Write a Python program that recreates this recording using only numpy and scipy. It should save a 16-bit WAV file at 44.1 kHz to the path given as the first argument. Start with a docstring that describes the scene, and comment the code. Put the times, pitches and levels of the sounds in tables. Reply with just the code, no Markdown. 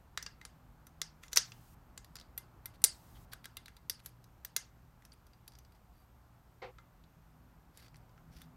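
"""Fitting bicycle brake pads

Steel-backed brake pads are pushed into a bicycle caliper, a retaining pin is slid in and a hex key turns it.
Each contact is a burst of tiny impacts exciting the short damped modes of caliper and fork; slides are dense
random grains through the same modes. A small workshop answers the contacts with a decaying tail of echoes.
Behind them lie filtered noises: air, hum, a far engine, hiss, faint tones and a dull knock on wood."""
import sys
import numpy as np
from scipy import signal
from scipy.fft import rfft, irfft, next_fast_len
from scipy.io import wavfile
from scipy.ndimage import uniform_filter1d

SR = 44100
rng = np.random.default_rng(int(sys.argv[2]) if len(sys.argv) > 2 else 0)


def master_out(mix):
    """Clip the mix to full scale and print it as 16-bit PCM to the path in sys.argv[1]."""
    frames = np.transpose(np.atleast_2d(mix))
    ceiling = np.clip(frames, -1, 1)
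    pcm = np.round(ceiling * 32767).astype(np.int16)
    wavfile.write(sys.argv[1], SR, pcm)


N = 377496

# distant traffic: (time [s], swell of the low air noise [dB], level of the engine drone [dB])
TRAFFIC = [(0, 0, -78), (1, 0.5, -68.5), (3.2, 3, -81), (3.697, -1, -74.5), (6.601, -1.5, -83.5),
           (7.3, -1, -69.5), (7.799, 0, -73), (8.56, 1.5, -61.5)]


def gain_of(db):
    """Amplitude ratio of a level in decibels."""
    return 10 ** (np.asarray(db) / 20)


def evened(x):
    """Normalization to unit root-mean-square."""
    return x / np.sqrt(np.mean(x ** 2) + 1e-20)


def read(points, hz):
    """Interpolation along a logarithmic frequency axis."""
    f, value = np.transpose(points)
    return np.interp(np.log(hz + 1), np.log(f + 1), value)


def add(mix, start_s, sound):
    """Superposition: a sound is summed into the mix from its start time."""
    part = mix[round(start_s * SR):][:len(sound)]
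    part += sound[:len(part)]


def resonate(x, hz, width_hz):
    """A damped resonator as one complex pole, of gain about 1 at its centre."""
    pole = np.exp((2j * np.pi * hz - np.pi * width_hz) / SR)
    return 2 * signal.lfilter([1 - abs(pole)], [1, -pole], x).real


def resonate_twice(x, hz, width_hz):
    """Two equal resonators in cascade, for steeper skirts."""
    return resonate(resonate(x, hz, width_hz), hz, width_hz)


def narrow_noise(bands):
    """Narrow-band noise: random excitation of sharp resonances gives fuzzy, wavering tones."""
    noise = rng.standard_normal(N)
    return sum(gain_of(db) * evened(resonate_twice(noise, hz, width_hz)) for hz, width_hz, db in bands)


def air():
    """Broadband noise from random short-time spectra, shaped in frequency; the low part swells with traffic."""
    # long-term spectrum of the air noise: (frequency [Hz], relative level per Hz [dB])
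    air_spectrum = [(24, -40), (38, 1), (62, -0.5), (90, -10), (122, -4), (230, -11), (473, -19.5),
                    (830, -15), (1350, -19), (1900, -26.5), (3500, -33.5), (13000, -39), (16000, -45)]
    level_db, patch_db = -63.5, 0.55
    frames, hz = N // 256 + 5, np.fft.rfftfreq(1024, 1 / SR)
    real, imaginary, patches = rng.standard_normal((frames, 513, 3)).T
    patches = uniform_filter1d(patches, 12, 0)  # smoothed over frequency, then over time
    patches = evened(uniform_filter1d(patches, 14, 1))
    swell_db = np.interp(np.arange(frames) * 256 / SR, *np.transpose(TRAFFIC)[:2])
    low_share = 1 / (1 + (hz[:, None] / 2200) ** 4)
    shape_db = read(air_spectrum, hz)[:, None] + patch_db * patches + low_share * swell_db
    spectra = (real + 1j * imaginary) * gain_of(shape_db)
    return gain_of(level_db) * evened(signal.istft(spectra, nperseg=1024, noverlap=768)[1][:N])


def hum_and_whine():
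    """Narrow-band noise: wavering machinery hum and a faint steady treble band."""
    # machinery: (centre [Hz], width of each resonator [Hz], level [dB])
    hum_bands = [(55, 27, -68.5), (118.7, 1.7, -70)]
    # treble band: (centre [Hz], width of each resonator [Hz], level [dB])
    whine_bands = [(13400, 450, -88.5)]
    return narrow_noise([*hum_bands, *whine_bands])


def drone():
    """Amplitude modulation of narrow-band noise: a far engine comes and goes."""
    # engine tones: (centre [Hz], width of each resonator [Hz], relative level [dB])
    drone_bands = [(159.85, 12, -1.5), (251, 5.7, -10)]
    time_s, _, db = np.transpose(TRAFFIC)
    return gain_of(np.interp(np.arange(N) / SR, time_s, db)) * narrow_noise(drone_bands)


def hiss():
    """Band-pass noise, gated: the treble hiss steps up for a while."""
    # (start [s], end [s], level before the edge fades [dB])
    hiss_spans = [(1.433, 1.751, -71.5), (2.903, 3.257, -71)]
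    out = np.zeros(N)
    treble = signal.butter(2, [2500, 15000], "bandpass", fs=SR, output="sos")
    for start, end, db in hiss_spans:
        noise = signal.sosfilt(treble, rng.standard_normal(round((end - start) * SR)))
        add(out, start, gain_of(db) * evened(noise) * signal.windows.tukey(len(noise), .05))
    return out


def faint_tones():
    """Narrow-band noise under a swelling and fading envelope."""
    # squeak of the turning pin, far hum: (start [s], length [s], level before the fades [dB], centre [Hz])
    tone_list = [(5.92, .14, -85, 4680), (5.78, .36, -80, 722)]
    relative_width = .025  # of each resonator, as a share of its frequency
    out = np.zeros(N)
    for start, length_s, db, hz in tone_list:
        noise = rng.standard_normal(round(length_s * SR))
        tone = resonate_twice(noise, hz, relative_width * hz)
        add(out, start, gain_of(db) * evened(tone) * signal.windows.tukey(len(noise), .5))
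    return out


def knock():
    """Modal decay under noise: a far, dull blow arrives smeared into a rattle in the resonances of wood."""
    # resonances of the wood: (centre [Hz], width of each resonator [Hz], relative level [dB])
    wood_modes = [(390, 62, 6), (506, 81, 10.5), (750, 280, 2), (1050, 1650, -8), (2026, 1150, -7),
                  (3560, 2500, -16)]
    start_s, level_db = 6.618, -46.5
    rise_s, hold_s, length_s = 0.0024, 0.023, 0.092
    fall_db_per_s = 176.5  # of the first resonance
    treble_fall = 0.38  # higher resonances fall faster, as this power of pitch
    out, t = np.zeros(N), np.arange(SR // 5) / SR
    noise = rng.standard_normal(len(t))
    fall_db = fall_db_per_s * np.maximum(t - hold_s, 0)
    wood = np.zeros(len(t))
    for hz, width_hz, db in wood_modes:
        mode_fall_db = fall_db * (hz / wood_modes[0][0]) ** treble_fall
        wood += gain_of(db - mode_fall_db) * resonate_twice(noise, hz, width_hz)
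    wood = signal.lfilter(*signal.butter(2, 4230, fs=SR), wood)  # distance takes off the top
    wood /= np.sqrt(np.mean(wood[t < hold_s + rise_s] ** 2))
    stop_db = 1800 * np.maximum(t - length_s, 0)  # then it stops short
    add(out, start_s, np.minimum(t / rise_s, 1) * gain_of(level_db - stop_db) * wood)
    return out


def workshop(x):
    """Reverberation: convolution with sparse echoes of random sign, each band dying at its own rate."""
    # reverberation time: (frequency [Hz], t60 [s])
    room_t60 = [(500, 0.34), (8000, 0.19), (15000, 0.056)]
    uneven_db = 3  # shelves and boxes return the sound in patches
    taps = np.zeros(SR // 2)
    at = np.arange(160, SR // 2 - 20, 20)  # one echo in every 20 samples
    taps[at + rng.integers(0, 20, len(at))] = rng.choice([-1., 1.], len(at))
    hz, t, spectra = signal.stft(taps, SR, nperseg=128)
    patches = uniform_filter1d(rng.standard_normal(spectra.shape), size=2, axis=0)
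    patches = evened(uniform_filter1d(patches, size=8, axis=1))
    decay_db = 60 * t / read(room_t60, hz)[:, None]
    tail = signal.istft(spectra * gain_of(uneven_db * patches - decay_db), SR, nperseg=128)[1]
    return signal.fftconvolve(x, tail / np.linalg.norm(tail))[:N]


def strike(low_db, treble_db, struck_hz, fork_db, damping=0.54):
    """Modal synthesis: a minimum-phase crack, favouring the region struck, excites decaying sine modes."""
    # caliper, pads and fork: (frequency before detuning [Hz], relative level [dB], t60 before damping [s])
    metal_modes = [(2070, -14, .095), (4740, -6, .03), (1380, -10, .022), (1640, -23, .08),
                   (2790, -16, .035), (3480, -10, .03), (3900, -8, .03), (6020, -5, .035), (7200, -5, .03),
                   (9200, -4, .03), (11300, -4, .025), (12100, -4, .025), (13800, -5, .02)]
    crack_db = 38  # the bare impact over the ring of the modes
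    detune = .008  # each strike raises the modes by up to this share
    # the two pads make each mode a close, beating pair
    hz, db, t60 = np.transpose([*metal_modes, *metal_modes])[:, :, None]
    t = np.arange(4096) / SR
    db = db - 1.6 * abs(np.log2(hz / struck_hz))  # modes far from the struck region take less of the blow
    db = db + fork_db * (hz < 3000)
    decay_db = 60 * t * damping * (hz / 2000) ** 0.14 / t60
    detuned_hz = hz * (1 + detune * rng.uniform(0.11, 1, hz.shape))
    modes = gain_of(db - decay_db) * np.sin(2 * np.pi * detuned_hz * t)

    f = np.fft.rfftfreq(2 * len(t), 1 / SR)
    # small parts radiate little bass
    colour_db = read([(150, -38.0), (600, -22), (1000, low_db - 10.5), (1500, low_db), (2700, low_db - 3.5),
                      (4600, -3.6), (7500, -6.5), (10500, treble_db), (16000, treble_db - 9.0)], f)
    colour_db += 8. * np.exp(-(np.log((f + 1) / struck_hz) / .17) ** 2)
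    colour_db -= 3.5 * np.maximum(np.log2((f + 1) / struck_hz), 0)  # a blow on a large part is duller
    log_gain = np.log(gain_of(np.r_[colour_db, colour_db[-2:0:-1]]))
    # minimum phase: nothing sounds before the blow
    crack = irfft(np.exp(np.conj(signal.hilbert(log_gain)))[:len(f)])[:len(t)]
    return gain_of(crack_db) * crack, signal.fftconvolve(crack, modes.sum(0))[:len(t)]


def slides():
    """Friction as dense random micro-impacts under the stroke; the fingers damp the modes."""
    # metal and fingers over metal: (start [s], length [s], level [dB], region rubbed most [Hz])
    slide_list = [(1.214, 0.069, -65, 6700), (1.312, 0.03, -60.5, 6500), (1.359, 0.017, -35, 5560),
                  (2.733, 0.035, -70, 4340), (3.133, 0.063, -70, 3415), (3.313, 0.037, -56, 4330),
                  (3.439, 0.016, -55, 4230), (3.991, 0.016, -64, 4130), (4.026, 0.086, -67, 11500),
                  (5.124, 0.021, -68.5, 9300), (5.742, 0.03, -76.5, 4760), (5.91, 0.18, -82.5, 12200),
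                  (7.721, 0.18, -68, 4770), (8.289, 0.195, -69, 5170)]
    grains_per_s, low_db, treble_db, ring_db = 5800, 2, -1, 3
    out = np.zeros(N)
    for start, length_s, db, rubbed_hz in slide_list:
        length = round(length_s * SR)
        size, draw, wobble = rng.standard_normal(length), rng.random(length), rng.standard_normal(length)
        grip = gain_of(2.5 * evened(uniform_filter1d(wobble, 350)))  # the pressure wavers
        stroke = signal.windows.tukey(length, 0.73)
        grains = size * grip * (draw < grains_per_s / SR) * stroke
        crack, ring = strike(low_db, treble_db, rubbed_hz, 0, damping=1.6)
        rub = signal.fftconvolve(grains, crack + gain_of(ring_db) * ring)
        add(out, start, gain_of(db) * rub / np.sqrt(np.mean(rub[:length] ** 2)))
    return out


def fork_thud(blow_db):
    """A damped oscillator of sinking pitch: the fork answers a blow a moment later."""
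    start_hz, t60_s, rise_s = 620, .016, .0014
    sag_per_s = 22  # the pitch sinks as it dies
    t = np.arange(4096) / SR
    envelope = (t / rise_s) ** 2 * gain_of(-60 * t / t60_s)
    thud = envelope * np.sin(2 * np.pi * start_hz * t / (1 + sag_per_s * t))
    return gain_of(-70 + 0.7379 * (blow_db + 44)) * thud  # softer than in proportion to the blow


def contacts():
    """Impact excitation: each contact chatters in a swelling, dying burst, and the walls return each blow."""
    # (time [s], level over the first 4 ms [dB], region struck most [Hz], treble of the crack [dB],
    #  ring of the fork below 3 kHz [dB])
    contact_list = [ (0.1746, -32.5, 1930, -14, -3.5), (.226, -41.5, 5970, -4, 0),
                    (.263, -40, 5170, -17, 15), (0.4134, -51, 2020, -12, 3),
                    (.451, -44.5, 10300, -14.5, 5.5), (0.868, -55, 6340, 4, 9),
                    (1.0158, -31, 5530, -8.5, -0.5), (1.2347, -50.5, 2050, -12, 5),
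                    (1.281, -56, 6200, -13, -4), (1.3303, -35, 6350, -5, -2),
                    (1.3595, -29.5, 7240, -3, -23), (1.3715, -15.5, 5830, -8, -1.5),
                    (1.38, -31.5, 3787, -2.5, 8.5), (1.519, -48.5, 2860, -28.5, -4),
                    (1.9763, -44.5, 7260, -6, 1), (2.045, -55.5, 4880, 2.5, 1.5),
                    (2.155, -46, 5150, -2.5, 1), (2.166, -49.5, 4850, -8.5, 0),
                    (2.186, -53.5, 4720, -20.5, 2), (2.1985, -53, 4900, -4.5, -2.5),
                    (2.211, -54, 4000, -11.5, -0.5), (2.3774, -37, 12330, 0, 7),
                    (2.657, -40.5, 12200, -2, 8), (2.818, -53, 9500, 1, 10.5),
                    (2.84, -14.5, 8600, -3, -26.5), (2.845, -23, 5060, 4.5, -1),
                    (3.333, -43, 1400, 0.5, -8), (3.4552, -44.5, 1400, -5.5, -10),
                    (3.569, -41.5, 3710, 3.5, 8), (3.658, -50.5, 3950, -4, -4.5),
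                    (3.681, -50.5, 2110, -5, 4), (3.7664, -57, 4110, 0, 0.5), (3.897, -29.5, 5140, 5.5, -3),
                    (4.06, -43, 12100, -4.5, -6), (4.241, -61, 5640, -1, -3.5), (4.4482, -40, 14200, -3, 5),
                    (4.5637, -26, 6200, 0.5, 4), (5.0218, -64, 1907, -3.5, -10),
                    (5.0506, -55.5, 5940, 0.5, 2), (5.119, -57, 4620, -24, -10),
                    (5.267, -64, 5470, 1, -0.5), (5.333, -64, 4630, -13, 7), (5.4781, -49, 4800, 7, -9.5),
                    (5.52, -64, 4820, -1.5, 0), (5.535, -67.5, 4800, -3, -3),
                    (5.552, -59.5, 4850, -15.5, -13.5), (5.587, -57.5, 5970, 0, -1),
                    (5.6485, -66, 4800, -9.5, -6.5), (5.7212, -68, 4740, -0.5, 0),
                    (6.784, -56, 1300, -28, 5.5), (7.038, -66.5, 4000, -20, -0.5),
                    (7.773, -53.5, 7440, 2, -1), (7.8628, -64, 4400, -15, 1),
                    (7.8816, -61.5, 4610, -10, 4.5), (7.9435, -60.5, 2100, -7, -5),
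                    (7.9574, -61.5, 4850, -9.5, -1.5), (7.966, -65, 8900, 2, -5),
                    (8.093, -72.5, 5000, -14, -2.5), (8.1772, -63, 1470, -27, 7),
                    (8.4165, -53, 3500, 2.5, -2)]
    chatter_ms, chatter_rise_ms = 2.1, 0.82  # how long the parts rattle together
    far_ring_db, room_db = -5, -13.5  # ring against the crack at the walls; level of the reverberation
    near, cracks, ms = np.zeros(N), np.zeros(N), np.arange(600) * 1000 / SR
    chatter = (1 - np.exp(-ms / chatter_rise_ms)) * np.exp(-ms / chatter_ms)
    for start, db, struck_hz, treble_db, fork_db in contact_list:
        # less low ring for hard blows and for blows on the small bright parts
        low_db = -4.5 - 0.13 * (db + 45) - 0.5 * np.log2(struck_hz / 5000) + .3 * fork_db
        crack, ring = strike(low_db, treble_db, struck_hz, fork_db)
        blow = rng.standard_normal(len(ms)) * chatter
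        hit = signal.fftconvolve(blow, crack + ring)
        hit *= gain_of(db) / np.sqrt(np.mean(hit[:176] ** 2))
        add(near, start, hit)
        add(near, start, fork_thud(db))
        far = crack + gain_of(far_ring_db) * ring
        add(cracks, start, far * np.linalg.norm(hit) / np.linalg.norm(far))
    return near + gain_of(room_db) * workshop(cracks)


def scene():
    """Superposition of the background and the handling sounds in one channel."""
    background = air() + hum_and_whine() + drone() + hiss() + faint_tones() + knock()
    return (background + slides() + contacts())[None]


def record(dry):
    """Linear filtering: the colour of the microphone, then the band limit."""
    # microphone response: (frequency [Hz], gain [dB])
    microphone = [(24, -13), (36, 2), (9600, -0.5), (10600, -4), (11500, 3), (13000, 2)]
    size = next_fast_len(N)
    response = gain_of(read(microphone, np.fft.rfftfreq(size, 1 / SR)))
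    coloured = irfft(rfft(dry, size) * response, size)[:, :N]
    low_pass = signal.firwin(255, 16000, window=("kaiser", 9), fs=SR)
    return signal.oaconvolve(coloured, low_pass[None], "same")


dry = scene()
out = record(dry)
master_out(out)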